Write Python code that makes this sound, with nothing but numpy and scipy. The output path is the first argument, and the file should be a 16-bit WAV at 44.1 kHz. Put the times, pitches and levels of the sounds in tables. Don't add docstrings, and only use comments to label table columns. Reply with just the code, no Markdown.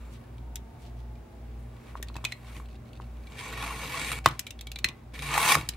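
import sys
import numpy as np
from scipy import signal
from scipy.fft import rfft, irfft, next_fast_len
from scipy.io import wavfile
from scipy.ndimage import uniform_filter1d

SR = 44100
rng = np.random.default_rng(int(sys.argv[2]) if len(sys.argv) > 2 else 0)


def master(y):
    cut = np.clip(np.atleast_2d(y).T, -1, 1)
    pcm = np.round(cut * 32767)
    wavfile.write(sys.argv[1], SR, pcm.astype(np.int16))


def rack_gain(trim_db):
    fader = np.asarray(trim_db, float)
    return 10 ** (fader / 20)


N = 254016
MEDIUM_DRAG_DB = -40
RISE_S = 0.00066


def rms_one(x):
    return x / np.sqrt(np.mean(x ** 2) + 1e-20)


def in_time(rows):
    s, *columns = np.transpose(rows)
    return [np.interp(np.arange(N) / SR, s, c) for c in columns]


def at_hz(points, hz):
    points_hz, values = np.array(points)[:, :2].T
    return np.interp(np.log(hz), np.log(points_hz), values)


def filtered(x, order, hz, kind):
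    return signal.sosfilt(signal.butter(order, hz, kind, fs=SR, output="sos"), x)


def drift(rate):
    r = np.exp(-40 * np.pi * rate / SR)
    white = rng.standard_normal(N // 20 + 2002)
    slow = signal.lfilter([1], [1, -2 * r, r * r], white)[2000:]
    return np.interp(np.arange(N) / 20, np.arange(len(slow)), rms_one(slow))


def ring(clicks, hz, t60):
    r, w = rack_gain(-60 / (t60 * SR)), 2 * np.pi * hz / SR
    return signal.lfilter([0, np.sin(w)], [1, -2 * r * np.cos(w), r * r], clicks + 1e-18)


def body(x, peaks, patchy_db, patch_rate, fill):
    modes = 0
    for k, (hz, width_hz, level_db) in enumerate(peaks):
        r = np.exp(-np.pi * width_hz / SR)
        top = (1 - r * r) / 2 * rack_gain(level_db) * (-1) ** k
        mode = signal.lfilter([top, 0, -top], [1, -2 * r * np.cos(2 * np.pi * hz / SR), r * r], x)
        modes = modes + mode * rack_gain(patchy_db * drift(patch_rate))
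    low_hz, high_hz, fill_db = fill
    broad = filtered(x[:, ::-1], 2, [low_hz, high_hz], "band")
    return rms_one(rms_one(modes) + rack_gain(fill_db) * rms_one(broad))


def spread(mid, side, alike):
    alike = np.clip(alike, -1, 1)
    return (np.sqrt(1 + alike) * mid + np.sqrt(1 - alike) * side * np.array([[1], [-1]])) / np.sqrt(2)


def air():
    # (frequency [Hz], density [dB per Hz])
    air_spectrum = [(25, -25), (45, -4.5), (80, 7.5), (180, -2.5), (300, -2.5), (1300, -17.5),
                    (4500, -31.5), (16000, -38)]
    # (frequency [Hz], left-right likeness [1])
    likeness = [(60, 1.0), (150, 1), (380, 0.39), (950, 0.092), (2380, 0.31), (5980, 0.034), (15000, 0.031)]
    # (time [s], frequency [Hz], level [dB])
    whine_track = [
        (0, 1000, -93),
        (.5, 919, -62),
        (1.2, 847, -64),
        (1.8, 782, -69.5),
        (2.5, 766, -66),
    ]
    rumble, edges_hz = 0, np.geomspace(28, 16500, num=23)
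    white = rng.standard_normal((2, 2, N))
    for k, (low_hz, high_hz) in enumerate(zip(edges_hz, edges_hz[1:])):
        pair = filtered(white[k % 2], 2, [low_hz, high_hz], "band")
        hz = np.sqrt(low_hz * high_hz)
        gain = rack_gain(at_hz(air_spectrum, hz) + 0.6 * drift(4.64))
        rumble = rumble + gain * spread(*pair, at_hz(likeness, hz))
    hz, level_db = in_time(whine_track)
    turn = 2 * np.pi * np.cumsum(hz) / SR
    whine = drift(25) * np.cos(turn) + drift(25) * np.sin(turn)
    whine = whine + 1.3 * drift(40) * np.cos(.8 * turn)
    return rack_gain(-49) * rms_one(rumble) + rack_gain(level_db) * whine


def motors():
    # (frequency [Hz], time of a wave crest [s])
    hum_waves = [(57.345, .0049), (59.237, .0036), (114.67, -.0014), (118.454, .0028), (119.99, -.0013),
                 (229.42, -.0007), (240, .0008)]
    # (peak level [dB], pan [dB])
    hum_levels = [(-41.5, 0), (-42.5, 0), (-58, 0), (-52, -0.5), (-50.5, 0), (-55, -0.5), (-60, -3)]
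    # (frequency [Hz], rms level [dB])
    whistle = [(15735, -83)]
    t = np.arange(N) / SR
    out = sum(rack_gain(db + 3.5) * np.cos(2 * np.pi * hz * t) for hz, db in whistle)
    for (hz, crest_s), (level_db, pan_db) in zip(hum_waves, hum_levels):
        wave = rack_gain(level_db) * np.cos(2 * np.pi * hz * (t - crest_s))
        out = out + wave * rack_gain([[pan_db / 2], [-pan_db / 2]])
    return out


def shop(x):
    t60_s, wall_cut_hz = 0.21, 5700
    size = next_fast_len(N + SR)
    w = 2 * np.pi * np.arange(size // 2 + 1) / size
    dull = np.exp(-2 * np.pi * wall_cut_hz / SR)
    wall = (1 - dull) / (1 - dull * np.exp(-1j * w))
    sound, out = rfft(x, size), np.zeros((2, N))
    lags = (rng.uniform(0.0037, .025, (2, 6)) * SR).astype(int)
    for channel in range(2):
        response = 0
        for k, lag in enumerate(lags[channel]):
            loop = rack_gain(-60 * lag / SR / t60_s) * wall * np.exp(-1j * w * lag)
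            response = response + (-1) ** k * loop / (1 - loop)
        out[channel] = irfft(sound * response, size)[:N]
    mid, side = out.mean(axis=0), (out[0] - out[1]) / 2
    side = filtered(side, 2, 1500, "high")
    return np.array([mid + side, mid - side])


def cuts():
    # (time [s], drag on the rule [dB], bite into the board [dB re drag])
    strokes = [
        [(3.3, -66, -1.5), (3.385, -48, -13), (3.463, -42.5, -3), (3.551, -43, -4.5), (3.653, -39.5, 1),
         (3.821, -41.5, -3.5), (3.981, -35.5, -5), (4.09, -34.5, -11), (4.19, -43, -3.5)],
        [(5.135, -53, -14), (5.193, -49.5, -6), (5.247, -44.5, -9), (5.313, -34, -0.5), (5.345, -33.5, 0),
         (5.398, -29, -1.5), (5.456, -23.5, -1.5), (5.504, -19, -3.5), (5.556, -26, -3.5)],
    ]
    t, out = np.arange(N) / SR, np.zeros((2, N))
    for rows in strokes:
        drag_db, bite_db = in_time(rows)
        after = t - rows[-1][0]
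        drag_db = drag_db - (after > 0) * (9.5 + 279 * after)
        out += (t >= rows[0][0]) * rack_gain([drag_db, drag_db + bite_db])
    return out


def shifts():
    # (crest time [s], drag [dB], rise [s over 20 dB], fall [s over 20 dB], bite [dB re drag])
    creeps = [(0.01, -62, .1, 0.65, 2), (.8, -72.5, .3, 2.5, -2), (1.9, -62, .4, 0.2, 3),
              (2.27, -62, .18, 0.2, 1), (2.57, -52.5, .3, 0.08, -2.2), (2.95, -76.5, 1.1, 0.2, 4),
              (3.29, -63, .6, 0.5, 0.5), (4.262, -49, .002, 0.35, -7), (4.88, -57.5, .11, 0.22, 5),
              (5.599, -39.5, .2, 0.08, -0.3), (5.66, -56, .05, 4, -3.5)]
    t, out = np.arange(N) / SR, np.zeros((2, N))
    for s, drag_db, rise, fall, bite_db in creeps:
        swell_db = drag_db - 20 * np.maximum((s - t) / rise, (t - s) / fall)
        out += rack_gain(swell_db + np.array([[0], [bite_db]]))
    return out


def follow(gain, level_db, share):
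    return rack_gain(level_db) * (gain / rack_gain(MEDIUM_DRAG_DB)) ** share


def bench():
    # (time [s], peak level [dB])
    hand_thuds = [(2.154, -42), (2.164, -32), (2.241, -35), (2.566, -37), (2.576, -35), (4.263, -21.5),
                  (4.272, -21), (4.284, -32), (4.307, -30.5), (4.322, -31), (4.853, -30.5), (4.893, -34),
                  (5.561, -23), (5.575, -25.5), (5.587, -23), (5.606, -29), (5.631, -30.5), (5.689, -32)]
    # (frequency [Hz], decay T60 [s], level [dB])
    bench_modes = [(144, 0.065, 0), (218, 0.026, -4), (307, 0.04, -2.5)]
    # (frequency [Hz], width [Hz], level [dB])
    pressed_modes = [(140.3, 10.3, 0.5), (271, 52, -11.5), (320, 63, -14), (449.7, 21.7, -7.5),
                     (517, 17, -11.5)]
    clicks = np.zeros(N)
    for s, peak_db in hand_thuds:
        clicks[round(s * SR)] = rack_gain(peak_db)
    soft = signal.lfilter([.04], [1, -.96], clicks)
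    struck = sum(rack_gain(level_db) * ring(soft, hz, t60) for hz, t60, level_db in bench_modes)
    press = follow(cuts()[0], -45, 0.53)
    shaken = body(rng.standard_normal((1, N)), pressed_modes, 2.0, 8.7, (250, 650, -10))[0]
    return struck + press * shaken


def brushes():
    # (time [s], length [s], level [dB], centre frequency [Hz])
    strokes = [(.1, 0.08, -58.5, 2930), (0.102, 0.0557, -61, 7670), (0.792, 0.12, -59.5, 3400),
               (0.785, 0.072, -67, 8000), (0.955, 0.075, -65, 3430), (1.566, 0.091, -70.5, 9000),
               (1.78, 0.13, -63, 1900), (2.436, 0.07, -59.5, 2950), (2.46, 0.099, -58, 1500),
               (1.863, 0.077, -59, 1800), (1.957, .035, -56, 2000), (2.168, .03, -57, 1500),
               (2.261, .06, -53, 2300), (4.284, 0.082, -46.5, 1140), (0.111, .06, -60, 2450),
               (2.54, 0.091, -61, 8500), (2.68, 0.077, -66, 4020), (2.86, 0.042, -69, 4270),
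               (4.24, 0.0202, -42.5, 2460), (5.139, 0.16, -61, 11900), (5.143, 0.29, -50, 3880)]
    out = np.zeros((2, N))
    for s, length, level_db, hz in strokes:
        at, n = round(s * SR), round(length * SR)
        grains = 1 + 5 * (rng.random(14000) < 900 / SR)
        white = (rng.standard_normal((2, 14000)) * grains)[:, :n]
        wide = 1.04 if s > 5 else 1.35
        rub = rms_one(filtered(white, 1, [hz / wide, hz * wide], "band"))
        out[:, at:at + n] += rack_gain(level_db) * rub * np.hanning(n) ** .4
    return spread(*out, .3) * rack_gain(1.5 * drift(30))


def knocks():
    # (time [s], peak level [dB], pitch [Hz])
    board_hits = [(1.954, -24.5, 1061), (2.155, -32.5, 950), (2.165, -30.5, 980), (2.185, -37, 1000),
                  (2.241, -28, 1040), (2.566, -41, 990), (3.626, -27, 1106), (4.2601, 2.5, 1137),
                  (4.2645, -33, 870), (3, -33.5, 1000), (2.6, -32, 1100), (2.1, -37, 1050), (3, -40, 1100),
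                  (2.478, -44, 1200), (4.117, -24, 1300), (4.128, -26, 1260), (5.6895, -36.5, 1470),
                  (5.57, -22, 490), (2, -36, 420), (5.378, -31, 980), (5.427, -25, 1000),
                  (5.488, -15, 1200), (5.52, -14, 1106), (5.553, -7, 1202)]
    # (multiple of pitch [1], level [dB], decay T60 [s])
    board_modes = [(.62, -2.5, 0.014), (1.0, 15.5, 0.011), (.95, -8.5, 0.064), (1.27, -21, .05)]
    out, t = np.zeros(N + 6000), np.arange(6000) / SR
    push = np.sin(np.pi * np.minimum(t / 0.00062, 1)) ** 2
    for s, peak_db, hz in board_hits:
        thump = sum(rack_gain(level_db) * ring(push, hz * k, t60) for k, level_db, t60 in board_modes)
        thump = np.diff(thump, prepend=0)
        at = round(s * SR)
        out[at:at + 6000] += rack_gain(peak_db) * thump / np.abs(thump).max()
    return out[:N]


def pings():
    # (time [s], peak level [dB], frequency [Hz], decay T60 [s])
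    lone_modes = [(2.085, -49, 4100, .05), (2.143, -45, 4000, .03), (2.2505, -40, 3700, 0.022),
                  (2.3215, -32, 2360, 0.018), (4.4675, -39, 2330, 0.086), (2.3215, -33, 4150, 0.032),
                  (4.2605, -24, 3700, .04), (4.843, -13, 4150, 0.027), (4.856, -41, 2030, 0.25),
                  (4.858, -53, 1990, 0.14), (2.255, -44, 2480, 0.14), (4.844, -10, 2500, .015),
                  (5.6895, -19, 4900, .015)]
    out, t = np.zeros(N + 6000), np.arange(6000) / SR
    for s, peak_db, hz, t60 in lone_modes:
        at = round(s * SR)
        envelope = rack_gain(peak_db - 60 * t / t60) * (1 - np.exp(-t / RISE_S))
        out[at:at + 6000] += envelope * np.sin(2 * np.pi * hz * t)
    return out[:N]


def ticks():
    # (time [s], peak level [dB], lower ring [Hz], upper ring [dB re peak], crack [dB re peak])
    clear_ticks = [(0.5564, -29.5, 2351, 6, -2), (0.566, -39.5, 2267, -2.5, -12.5),
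                   (2.0266, -25.5, 1868, -19.5, -9.5), (2.155, -36, 1830, -30, -28),
                   (2.165, -31, 2607, -23, -16), (2.2424, -29.5, 2410, -5, -13),
                   (2.2495, -14.5, 2498, -26, -14), (2.3211, -21, 2136, -24.5, -23),
                   (4.2588, -7, 2104, -16.5, -15), (4.2851, -25, 2293, -6, -10),
                   (4.3929, -15.5, 3009, -27.5, -8), (4.4667, -28, 2330, -2.5, -12),
                   (4.4746, -35, 2330, -8, -10), (4.506, -24.5, 2730, -29, -12),
                   (4.59, -42.5, 2300, 8, -13), (4.6099, -28.5, 2640, -6, -9.5),
                   (4.6696, -30, 2280, 1.5, -12), (4.7164, -25.5, 2713, -8, -10.5),
                   (4.7582, -29, 2330, -0.5, -15), (4.787, -27.5, 2570, -8, -11.5),
                   (4.8436, -7.5, 2034, -25, -15.5), (4.8863, -23, 2450, -27.5, -20),
                   (5.1912, -32, 2400, -6.5, -18), (5.6884, -13.5, 3050, -50, -9.5)]
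    # (time [s], peak level [dB], lower ring [Hz])
    faint_touches = [(0.0537, -57, 2220), (0.2384, -52.5, 1720), (0.3813, -47.5, 2360),
                     (1.1537, -52.5, 2450), (1.972, -45, 1880), (2.0712, -51.5, 2500),
                     (2.0839, -36.5, 2630), (2.142, -43, 2620), (2.322, -38, 2623), (2.5651, -35.5, 2130),
                     (1.7647, -49.5, 1990), (1.8689, -50, 2200), (1.98, -55, 2390), (2.3145, -39, 2280),
                     (2.4686, -48.5, 2120), (2.497, -49, 2000), (2.6566, -48, 2670), (2.701, -54, 2600),
                     (2.711, -53, 2610), (2.744, -52, 2000), (2.76, -53, 2600), (2.856, -54, 2206),
                     (2.871, -57, 2570), (2.881, -58, 2580), (2.889, -55, 2580), (3.028, -57.5, 2600),
                     (3.1685, -52.5, 2410), (3.236, -53, 2600), (2.6867, -47, 2090), (2.7287, -50, 2600),
                     (2.754, -50, 2710), (2.931, -43.5, 2650), (2.9527, -49, 2600), (2.9632, -51, 2650),
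                     (2.9724, -48, 2680), (3.0099, -50, 2680), (3.0186, -45, 1750), (3.0397, -53, 2710),
                     (3.27, -41, 2330), (3.3204, -41, 2330), (4.2744, -24, 2188), (4.3097, -31, 2460),
                     (4.32, -50, 2430), (5.735, -38, 2380)]
    # (frequency [Hz], level [dB], decay T60 [s])
    knife_modes = [(2000, -5, 0.015), (2330, -19, 0.046), (2730, -6, 0.035), (3130, 11, 0.0084),
                   (3680, 12.5, 0.0256), (4100, 13, 0.029), (4900, -14, 0.014), (5800, -3.5, 0.00914),
                   (7550, -24, .012)]
    # (frequency [Hz], decay T60 [s])
    steel_t60 = [(1700, 0.045), (2100, 0.0234), (2330, 0.045), (2700, 0.021), (3500, 0.018), (4100, 0.037),
                 (5200, .012)]
    out, t = np.zeros((2, N + 6000)), np.arange(6000) / SR
    rows = sorted(clear_ticks + [(*row, -10.5, -20.5) for row in faint_touches])
    envelope = (1 - np.exp(-t / RISE_S)) * (np.exp(-t / 0.002) + 0.22 * np.exp(-t / 0.0067))
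    for s, peak_db, low_hz, high_db, crack_db in rows:
        rattle = rng.standard_normal((3, 6000)) * envelope
        high_hz = 1.58 * low_hz
        low_t60, high_t60 = at_hz(steel_t60, low_hz), .6 * at_hz(steel_t60, high_hz)
        low = ring(rattle[2], low_hz, low_t60)
        low = low + rack_gain(-4) * ring(rattle[1], low_hz - 130, 0.53 * low_t60)
        high = sum(ring(rattle[k], high_hz * near, high_t60) for k, near in enumerate((.93, 1.08, 1)))
        trace = 0
        for hz, level_db, t60 in knife_modes:
            luck_db = 3 * rng.standard_normal()
            trace = trace + rack_gain(level_db + luck_db) * ring(rattle[0], hz, t60)
        dry = filtered(rattle[:2], 2, [1500, 4760], "band")
        dry = filtered(dry, 2, .75 * low_hz, "high")
        crack = filtered(rattle[:2], 2, [4500, 8024], "band")
        crack = crack + rack_gain(-5) * filtered(rattle[1:][::-1], 2, [9500, 15000], "band")
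        low, high, trace, dry, crack = (p / np.abs(p).max() for p in (low, high, trace, dry, crack))
        damped_db = -1.2 * max(crack_db + 14, 0)
        steel = rack_gain(damped_db) * (rack_gain(-6) * low + rack_gain(high_db + 3.5) * high + rack_gain(-12.5) * trace)
        crack = rack_gain(crack_db + 9.0) * spread(*crack, 0.083) * rack_gain([[1.5], [-1.5]])
        at = round(s * SR)
        out[:, at:at + 6000] += rack_gain(peak_db) * (steel + spread(*dry, 0.42) + crack)
    return out[:, :N]


def friction():
    # (time [s], extra level [dB], dying time [s])
    edge_slips = [(3.352, 4, .01), (3.369, 6, .008), (3.389, 14, 0.007), (3.398, 13, 0.0044),
                  (3.408, 12.5, 0.0062), (3.46, -1.5, 0.022), (3.524, 5, .01), (3.575, 6, .008),
                  (3.605, 5, .01), (3.625, 12, 0.0053), (3.638, 9.5, 0.0099), (3.662, 8.5, 0.0074),
                  (3.711, 3, .006), (3.722, 6, 0.0055), (3.742, -1, .005), (3.815, 9, 0.0073),
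                  (3.832, 8, 0.013), (3.857, 2, 0.006), (3.921, 1.5, .015), (3.94, 6, 0.013),
                  (3.971, 7, 0.0098), (3.995, 13, .004), (4.014, 8, .005), (4.046, 7.5, .006),
                  (4.069, 3, 0.0045), (4.1165, 20, 0.0052), (4.126, 9, 0.0055), (4.146, 5, 0.0045),
                  (4.176, 4, .006), (5.121, 18, .012), (5.139, 13.5, 0.013), (5.153, 8.5, .015),
                  (5.179, 10, .004), (5.19, 14.5, 0.0063), (5.22, 18.5, 0.024), (5.26, 6.5, 0.019),
                  (5.306, 1.5, .015), (5.337, 9, 0.037), (5.377, 15.5, 0.0075), (5.4265, 8, 0.0018),
                  (5.452, 3.5, .01), (5.487, 7, 0.0023), (5.52, 10.5, 0.0055), (5.551, 14.5, 0.0055),
                  (5.584, 3, 0.0069), (5.61, 7, .006)]
    # (frequency [Hz], width [Hz], level [dB])
    board_modes = [(668, 15, -8), (844, 31.5, -3), (990, 105, -3.5), (1109, 102, 0.5), (1212, 167, -6.5),
                   (1453, 120, -9)]
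    # (frequency [Hz], width [Hz], level [dB])
    rule_modes = [(1680, 44, -6.5), (1830, 354, -4.5), (2082, 380, -4.5), (2280, 107.7, 1),
                  (2540, 74.3, -5), (2730, 110, -5.5), (3180, 100, -9), (3250, 155, -9), (3870, 230, -12.5),
                  (4398, 110, -12.5)]
    # (frequency [Hz], width [Hz], level [dB])
    edge_modes = [(5010, 320, -0.5), (5520, 440, -3.5), (6300, 177, 1), (6730, 130, -3), (7380, 450, 0.5),
                  (8500, 280, 0), (8800, 280, 0.5), (9870, 340, -4), (10600, 370, -8), (12000, 370, -5),
                  (13450, 600, -7.5), (14700, 1500, -14.5)]
    # (time [s], hiss [dB], extra level of the thinnest top [dB])
    bare_edge = [(3.25, -1.5, 5), (3.4, -2.5, -4), (3.46, -3, 0), (3.58, -6, -2), (3.68, -2, -2),
                 (3.8, -0.5, 0), (3.9, -3.5, 0), (3.98, 0.5, -6), (4.15, -1.5, 2), (4.3, -2, -4),
                 (5.15, -3.5, -3), (5.22, 2.5, -1), (5.31, -3, 3), (5.38, -1, 5), (5.44, -1.5, 4.5),
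                 (5.49, 0, 1), (5.55, 2.5, 1), (5.6, -2.5, 2)]
    drag, bite = cuts() + shifts()
    t, flare_db = np.arange(N) / SR, np.zeros(N)
    for s, extra_db, dying in edge_slips:
        after = np.maximum(t - s, 0)
        flare_db += extra_db * (1 - np.exp(-after / 0.00067)) * np.exp(-after / dying)
    grains = rack_gain(3.16 * np.minimum(rng.exponential(1, (2, N)), 4.0)) * (rng.random((2, N)) < 1500 / SR)
    force = rng.standard_normal((2, N)) * (1 + .6 * grains) * rack_gain(1.0 * drift(90))
    bundles = np.maximum(grains[0] - 1.7, 0)
    snaps = signal.lfilter([1], [1, -np.exp(-1 / (0.00068 * SR))], bundles)
    force = force * (1 + 0.444 * snaps)
    board = bite * spread(*body(force, board_modes, 1.74, 25, (700, 1600, -6)), 0.93)
    rule = drag * spread(*body(force, rule_modes, 1.6, 25, (1300, 5000, -8)), 0.72)
    hiss = spread(*body(force, edge_modes, 3.1, 4.6, (4500, 13000, -9)), 0.082)
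    edge = follow(drag, MEDIUM_DRAG_DB - 6.5, 1.107) * hiss * rack_gain([[1.2], [-1.2]])
    keen_db, top_db = in_time(bare_edge)
    thin = filtered(edge, 4, 11000, "high")
    dull = filtered(edge, 4, 11000, "low")
    edge = rack_gain(keen_db) * (dull + rack_gain(top_db) * thin)
    return rack_gain(.9 * flare_db) * (board + rule) + rack_gain(.85 * flare_db) * edge


def scene():
    hits = ticks() + knocks() + pings()
    drag = friction() + brushes()
    echo = shop(rack_gain(-17.0) * hits.mean(axis=0) + rack_gain(-20.5) * drag.mean(axis=0))
    return hits + drag + bench() + echo + motors() + air()


def low_pass(x):
    return signal.sosfilt(signal.butter(12, 16490, fs=SR, output="sos"), x)


def record(dry):
    level_db = 20 * np.log10(uniform_filter1d(np.abs(dry).max(axis=0), size=256) + 1e-6)
    back_db = 1.43 * np.arange(N) / SR
    over_db = np.maximum(level_db + 47.0, 0) * 0.1
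    held_db = np.maximum.accumulate(over_db + back_db) - back_db
    duck_db = signal.lfilter([.002], [1, -.998], held_db)
    heard = filtered(dry, 4, 36, "high")
    heard = signal.sosfilt(signal.cheby2(16, 50, 16150, fs=SR, output="sos"), heard)
    mix = np.clip(heard * rack_gain(-duck_db), -1, 1)
    return low_pass(mix)


dry = scene()
out = record(dry)
master(out)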